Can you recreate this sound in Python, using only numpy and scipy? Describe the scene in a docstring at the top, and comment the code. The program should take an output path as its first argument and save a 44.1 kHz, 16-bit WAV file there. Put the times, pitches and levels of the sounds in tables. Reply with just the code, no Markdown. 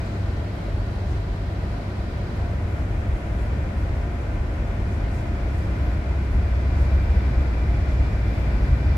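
"""An empty underground platform, where ventilation ducts roar and fans hum over the mains tone.
An electric train runs in the tunnel behind the screen doors: its rumble swells, the tunnel's air column
booms and the running gear growls. Rolling wheels make the rails hiss and sing, louder as the train
nears, while their whine sinks a little. Air escapes softly on the right until a valve closes,
and small friction rustles and dry clicks sound close to the microphone."""
import sys
import numpy as np
from scipy import signal
from scipy.fft import rfft, irfft, next_fast_len
from scipy.io import wavfile
from scipy.ndimage import uniform_filter1d

SR = 44100
rng = np.random.default_rng(int(sys.argv[2]) if len(sys.argv) > 2 else 0)


def unload_audio(sound):
    """Save the sound as a 16-bit wav file, at the path given as the first command line argument."""
    columns = np.transpose(np.atleast_2d(sound))
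    # keep every value between -1 and 1, then stretch to whole-number steps
    steps = np.round(np.clip(columns, -1, 1) * 32767)
    wavfile.write(sys.argv[1], SR, steps.astype(np.int16))


N = 395577
TIME, FREQ = np.arange(N) / SR, np.fft.rfftfreq(N, 1 / SR)

# resonances of the ducts and platform: (frequency [Hz], width [Hz], gain [dB])
HALL_MODES = [(213.8, 9.9, 4), (286, 23, 2), (359, 20, 1.5), (547.5, 29, 4), (595.5, 30, 5.5),
              (660, 55, 3.5), (704, 25, 3.5), (823, 54, 2), (977, 51, 4.5), (1040, 45, 2), (1480, 216, 3.5),
              (2130, 440, 2), (5600, 220, 4.5), (6220, 500, 3.5), (7330, 560, 3.5), (9100, 480, 2),
              (12800, 700, 0)]
# likeness of a diffuse field at the two microphone ports: (frequency [Hz], coherence [-1 to 1])
COHERENCE = [(30, .996), (60, .9987), (95, .996), (150, .98), (205, .945), (350, .84), (550, .64),
             (960, .17), (1670, -.08), (2900, .08), (6000, 0), (13000, .15)]
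# how near the train sounds: (time [s], relative level [dB])
NEARNESS = [(0, -3.5), (0.6, -19), (1.4, -14), (2.3, -7), (3.5, -4), (4.3, -5), (5.2, -3), (6.2, -2.5),
            (7, -1), (8, -1), (8.97, 0)]


def gain_of(db):
    """Decibels to amplitude."""
    return 10 ** (np.asarray(db) / 20)


def unit_rms(x):
    """Normalisation to a mean power of 1."""
    return x / np.sqrt(np.mean(abs(x) ** 2) + 1e-30)


def spectrum(points):
    """Interpolation of (frequency [Hz], value) rows along a logarithmic frequency axis."""
    hz, value = np.transpose(points)
    return np.interp(np.log(FREQ + 1), np.log(hz + 1), value)


def follow(points):
    """Linear interpolation of (time [s], value) rows at every sample."""
    return np.interp(TIME, *np.transpose(points))


def bell(offset, width):
    """Gaussian of height 1, with the given full width at half height."""
    return .5 ** ((2 * offset / width) ** 2)


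def resonances_db(modes):
    """Modal response: each resonance adds a bell-shaped peak to the spectrum."""
    return sum(db * bell(FREQ - hz, width) for hz, width, db in modes)


def drift(width_hz):
    """Random complex modulation of rms 1; it spreads a carrier into a narrow band of noise."""
    size = next_fast_len(N)
    real, imag = rng.standard_normal((2, size))
    band = bell(np.fft.fftfreq(size, 1 / SR), width_hz)
    return unit_rms(np.fft.ifft((real + 1j * imag) * band)[:N])


def sustained(width_hz, steady=0):
    """Forced vibration: a steadily driven resonance wavers in amplitude but seldom dies away."""
    waver = drift(width_hz) + steady
    return waver / np.sqrt(abs(waver) ** 2 + .25)


def diffuse(density_db):
    """Diffuse-field noise: coherent at the two ports in the bass, nearly unrelated in the treble."""
    a, b = rfft(rng.standard_normal((2, N)))
    coherence = spectrum(COHERENCE)
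    ports = np.array([a, coherence * a + np.sqrt(1 - coherence ** 2) * b])
    return irfft(ports * gain_of(density_db), N) * np.sqrt(SR / 2)


def ventilation(waver_hz=7, swell_db=0.56):
    """Ducts roar steadily; mains and fan tones waver by multipath interference in the hall."""
    # duct roar: (frequency [Hz], density [dB per Hz])
    roar = [(20, -92), (45, -47), (120, -55.5), (190, -58), (235, -63), (340, -62.5), (470, -68.5),
            (700, -69.5), (900, -74), (2000, -79.5), (2600, -83.5), (5000, -97), (9000, -102.5),
            (14000, -111)]
    # mains and fan tones: (frequency [Hz], left level [dB], right level [dB], scattered share [0-1])
    tones = [(99.2, -33, -32.5, 0.15), (202.7, -47, -46.5, 0.6), (324.1, -51.5, -52.5, 0.56),
             (698, -52.5, -59, 0.48), (1222, -60, -66.5, 0.6), (1824, -61, -74, 0.6),
             (1834, -62, -61, 0.15)]
    out = diffuse(spectrum(roar) + resonances_db(HALL_MODES)) * gain_of(swell_db * drift(11).real)
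    for hz, left_db, right_db, share in tones:
        coherence = np.interp(hz, FREQ, spectrum(COHERENCE))
        a, b = drift(waver_hz), drift(waver_hz)
        scattered = np.array([a, coherence * a + np.sqrt(1 - coherence ** 2) * b])
        direct = np.exp(1j * np.array([[0], [np.arccos(coherence)]]))
        carrier = np.exp(2j * np.pi * (hz * TIME + rng.random()))
        tone = (np.sqrt(1 - share ** 2) * direct + share * scattered) * carrier
        out += np.sqrt(2) * gain_of([[left_db], [right_db]]) * tone.real
    return out


def escaping_air(level_db=-3.5, shut_s=2.27, closing_s=0.58, drop_db=22):
    """Turbulent escaping air hisses, mostly on the right, and fades ever faster as a valve closes."""
    # air hiss: (frequency [Hz], relative density [dB per Hz])
    colour = [(1500, -110), (2900, -87), (4250, -83), (5200, -88), (6500, -104), (12000, -125)]
    closing = np.clip((TIME - shut_s) / closing_s, 0, 2)
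    pan = gain_of([[-6], [1]])
    return diffuse(spectrum(colour)) * gain_of(level_db - drop_db * closing ** 2) * pan


def throbbing_db(depth, throb_db=1.5, width_hz=20.4, surge_s=0.031):
    """Amplitude modulation: the rumble throbs at random, with a few heavy surges."""
    # surges of the rumble: (time [s], boost [dB])
    surges = [(3.14, 9), (6.37, 8.5), (6.43, 1), (6.83, 9), (6.95, 6), (7.17, 9.5), (7.7, 0), (8.01, 8),
              (8.74, 6), (8.87, 3.5)]
    surge_db = sum(db * bell(TIME - s, surge_s) for s, db in surges)
    return depth * throb_db * unit_rms(drift(width_hz).real) + surge_db


def tunnel_rumble(trim_db=-0.07, top_share_db=-1.44, full_boom_db=-21, boom_growth=0.96):
    """Air-column resonance: the louder the rumble, the more of its power gathers in the tunnel's boom."""
    # swell of the rumble as the train draws in: (time [s], level [dB])
    swell = [(0, -33), (0.3, -28), (0.55, -34.5), (1.1, -26.5), (1.6, -31), (2.1, -29.5), (2.8, -26),
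             (3.5, -24.5), (4.25, -25.5), (5.2, -26), (5.75, -22), (6.25, -22), (7, -19.5), (7.6, -21),
             (8.2, -22), (8.65, -21), (8.97, -19)]
    # rumble noise: (frequency [Hz], relative level [dB])
    colour = [(14, -53), (22, -16), (33, -7.5), (46, 2.5), (55, 0), (77, 1.5), (90, -4), (108, -14),
              (126, -8), (150, -24), (260, -33), (600, -47.5), (1500, -99)]
    # resonance of the air column: (time [s], frequency [Hz])
    boom_pitch = [(1.2, 75), (3, 63), (3.9, 68), (5.1, 66), (6.4, 65), (7.1, 69), (7.5, 63), (8.3, 58.5),
                  (8.7, 59), (8.97, 70)]
    level_db = follow(swell)
    share = gain_of(top_share_db + boom_growth * np.minimum(level_db - full_boom_db, 0))
    carrier = np.exp(2j * np.pi * np.cumsum(follow(boom_pitch)) / SR)
    boom = unit_rms((sustained(width_hz=11, steady=.7) * carrier).real)
    bass = np.sqrt(1 - share ** 2) * unit_rms(diffuse(spectrum(colour))) + share * boom
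    power = uniform_filter1d(uniform_filter1d(bass[0] ** 2, size=3200), size=1800)
    levelled = bass / np.sqrt(power + 1e-6)
    throb_depth = 1 - .4 * share ** 2  # the rumble throbs less as the boom takes a larger share
    return levelled * gain_of(level_db + trim_db + throbbing_db(throb_depth))


def wheels(hiss_growth=1.43, flutter_db=0.5):
    """Rolling noise excites hall and rail modes; the hiss grows faster than the roar as the train nears."""
    # roar of wheels on rails at their nearest: (frequency [Hz], density [dB per Hz])
    roar_colour = [(60, -60), (150, -59.5), (280, -64.5), (420, -69.5), (600, -70), (900, -75.5),
                   (1450, -76), (1800, -76), (2500, -93.5), (5000, -105), (15000, -130)]
    # hiss of the rails at their nearest: (frequency [Hz], density [dB per Hz])
    hiss_colour = [(800, -105), (1600, -94), (2000, -77), (2300, -77.5), (2750, -83.5), (3200, -93.5),
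                   (3800, -87.5), (4800, -88.5), (6000, -99), (9000, -110), (15000, -120)]
    # ringing bands of the rails: (frequency [Hz], width [Hz], gain [dB])
    rail_modes = [(2050, 180, 4), (2430, 110, 3.5), (3475, 150, 8.5), (3990, 70, -1), (4220, 90, -1),
                  (4800, 220, 2.5), (5420, 270, 6)]
    near_db = follow(NEARNESS) + flutter_db * drift(13).real
    roar = diffuse(spectrum(roar_colour) + resonances_db(HALL_MODES))
    hiss = diffuse(spectrum(hiss_colour) + resonances_db(rail_modes))
    return roar * gain_of(near_db) + hiss * gain_of(hiss_growth * near_db)


def rail_whine(level_db=-52, growth=2.4, sag_hz_per_s=11.5):
    """Narrow-band resonance: the rails sing, sinking slowly in pitch and standing out as the train nears."""
    # core and skirt of the whine: (starting frequency [Hz], width [Hz], relative level [dB])
    bands = [(2455, 28, -1.2), (2428, 90, -3.5)]
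    out = np.zeros((2, N))
    for start_hz, width_hz, db in bands:
        hz = start_hz - sag_hz_per_s * TIME
        carrier = np.exp(2j * np.pi * np.cumsum(hz) / SR)
        waver = np.array([sustained(width_hz), sustained(width_hz)])
        out += unit_rms((waver * carrier).real) * gain_of(db)
    return out * gain_of(level_db + growth * follow(NEARNESS))


def band_passed(x, hz, octaves):
    """Band-pass filtering by a Gaussian in log frequency; the result has rms 1."""
    size = x.shape[-1]
    offset = np.log2((np.fft.rfftfreq(size, 1 / SR) + 1) / hz)
    return unit_rms(irfft(rfft(x) * bell(offset, octaves), size))


def clicks(rise_s=.0003, decay_s=.0035):
    """Damped transients: close bursts of treble noise decay exponentially within milliseconds."""
    # dry ticks: (time [s], level [dB], centre [Hz], left minus right [dB])
    ticks = [(0.061, -53, 8000, 0), (0.555, -60, 11500, 7), (2.357, -57, 11000, -11),
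             (2.369, -59, 11500, -10), (3.892, -51, 3500, 0), (4.675, -60, 8000, -7),
             (5.144, -56, 11500, 2), (5.554, -55, 8000, 0), (5.94, -59, 8000, -7), (6.816, -55, 8500, -2)]
    out, size = np.zeros((2, N)), SR // 20
    t = np.arange(size) / SR
    envelope = (1 - np.exp(-t / rise_s)) * np.exp(-t / decay_s)
    for s, db, hz, pan_db in ticks:
        burst = band_passed(rng.standard_normal((2, size)), hz, octaves=1.1)
        start = int(s * SR)
        out[:, start:start + size] += burst * envelope * gain_of([[db + pan_db / 2], [db - pan_db / 2]])
    return out


def rustles(level_db=-7.5, grain_db=2, faint_count=14, faint_db=-78, faint_s=.06, faint_hz=11000):
    """Friction noise: short swells of tiny grains, clear or faint, in which something small rings."""
    # clear rustles: (peak time [s], relative level [dB], length [s], centre [Hz], width [octaves])
    clear = [(0.092, -59, 0.16, 6800, 0.54), (1.113, -56, .08, 6500, 0.72), (2.72, -64, .2, 9500, .8),
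             (3.21, -63, .2, 8500, .8), (3.42, -57, .07, 8800, .8), (3.795, -59, .06, 10000, .9),
             (4.93, -58, .07, 7300, .8), (5.165, -52, .07, 6800, 1), (5.598, -57, .1, 8200, 1.),
             (5.86, -62.5, .11, 12400, .35), (6.335, -59.5, .05, 8460, 1.), (6.82, -55, .08, 6800, 1.),
             (7.05, -64, .08, 12300, .25), (7.899, -58, 0.28, 5400, .9), (8.35, -63, .16, 12300, .3),
             (8.66, -63, .1, 7500, 0.71)]
    # ringing of the small object: (frequency [Hz], width [Hz], gain [dB])
    ring_modes = [(4670, 80, 12), (5430, 110, 8), (6243, 80, 14), (7060, 70, 13), (7660, 120, 7),
                  (9150, 120, 3), (10300, 130, 5), (11020, 130, 6), (11640, 160, 3)]
    spacing_s = N / SR / faint_count
    faint = [((k + when) * spacing_s, faint_db + 5 * (2 * force - 1), faint_s * (.5 + drag), faint_hz, .65)
             for k, (when, force, drag) in enumerate(rng.random((faint_count, 3)))]
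    out, size = np.zeros((2, N)), SR // 2
    for s, db, length, hz, octaves in clear + faint:
        start = int(np.clip(s * SR - size / 2, 0, N - size))
        span = slice(start, start + size)
        roughness = unit_rms(uniform_filter1d(rng.standard_normal(size), size=60))
        grains = rng.standard_normal((2, size)) * gain_of(grain_db * roughness)
        scuff = band_passed(grains, hz, octaves * np.sqrt(2))
        envelope = np.sqrt(bell(TIME[span] - s, length))
        out[:, span] += gain_of(db + level_db) * scuff * envelope
    return irfft(rfft(out) * gain_of(resonances_db(ring_modes)), N)


def gear_growl():
    """Band-limited noise of the running gear, masked by the rumble until the train comes close."""
    # swell of the growl: (time [s], level [dB])
    swell = [(0, -47), (5, -40), (7, -34), (8.2, -31), (8.8, -26), (8.97, -31.5)]
    # growl noise: (frequency [Hz], relative level [dB])
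    colour = [(45, -37), (80, 3.5), (102, -1.5), (135, -1), (175, -16.5), (240, -17), (360, -20),
              (600, -64.5)]
    return unit_rms(diffuse(spectrum(colour))) * gain_of(follow(swell))


def bass_lulls(x, lull_s=0.041, below_hz=160):
    """Low-band amplitude modulation: the whole bass, hum included, dips briefly now and then."""
    # dips of the bass: (time [s], gain [dB])
    lulls = [(3.2, -17), (3.74, -3), (4.24, -7), (6.05, -7), (7.44, -5), (8.1, -2.5), (8.35, -5),
             (8.78, -1)]
    bass = irfft(rfft(x) / (1 + (FREQ / below_hz) ** 8), N)
    dip_db = sum(db * bell(TIME - s, lull_s) for s, db in lulls)
    return x + bass * (gain_of(dip_db) - 1)


def combed(x, depth_db):
    """Comb filtering: echoes from nearby hard surfaces ripple the treble, differently at each port."""
    echoes = np.zeros((2, N))
    echoes[:, 40:500] = rng.standard_normal((2, 460)) / np.sqrt(np.arange(40, 500))
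    ripple = unit_rms(rfft(echoes).real) * np.interp(FREQ, [100, 500, 6000], [0, .25, 1])
    return irfft(rfft(x) * gain_of(depth_db * ripple), N)


def scene():
    """Superposition of the platform, the train behind its doors, and the close rustles and clicks."""
    drone = bass_lulls(ventilation() + tunnel_rumble() + gear_growl())
    hall = drone + wheels() + rail_whine() + escaping_air()
    return combed(hall, depth_db=1.1) + combed(rustles(), depth_db=2.5) + clicks()


def record(dry):
    """Microphone response: the ports differ slightly in gain and bass phase, and the band is limited."""
    # gain difference of the ports: (frequency [Hz], left minus right [dB])
    balance = [(60, .35), (140, .55), (300, 1), (800, 1.3), (1250, .9), (1900, 1.8), (2900, 1.6),
               (4300, -.5), (7000, .3), (12000, 3.1)]
    # phase difference of the ports: (frequency [Hz], lead of the left [rad])
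    lead = [(30, .12), (70, 0.12), (100, .05), (200, 0.021)]
    left = gain_of(spectrum(balance) / 2) * np.exp(.5j * spectrum(lead))
    ports = irfft(rfft(dry) * np.array([left, 1 / left]), N)
    low_pass = signal.firwin(767, cutoff=15720, window=("kaiser", 9), fs=SR)
    return signal.oaconvolve(ports, low_pass[None], "same")


dry = scene()
out = record(dry)
unload_audio(out)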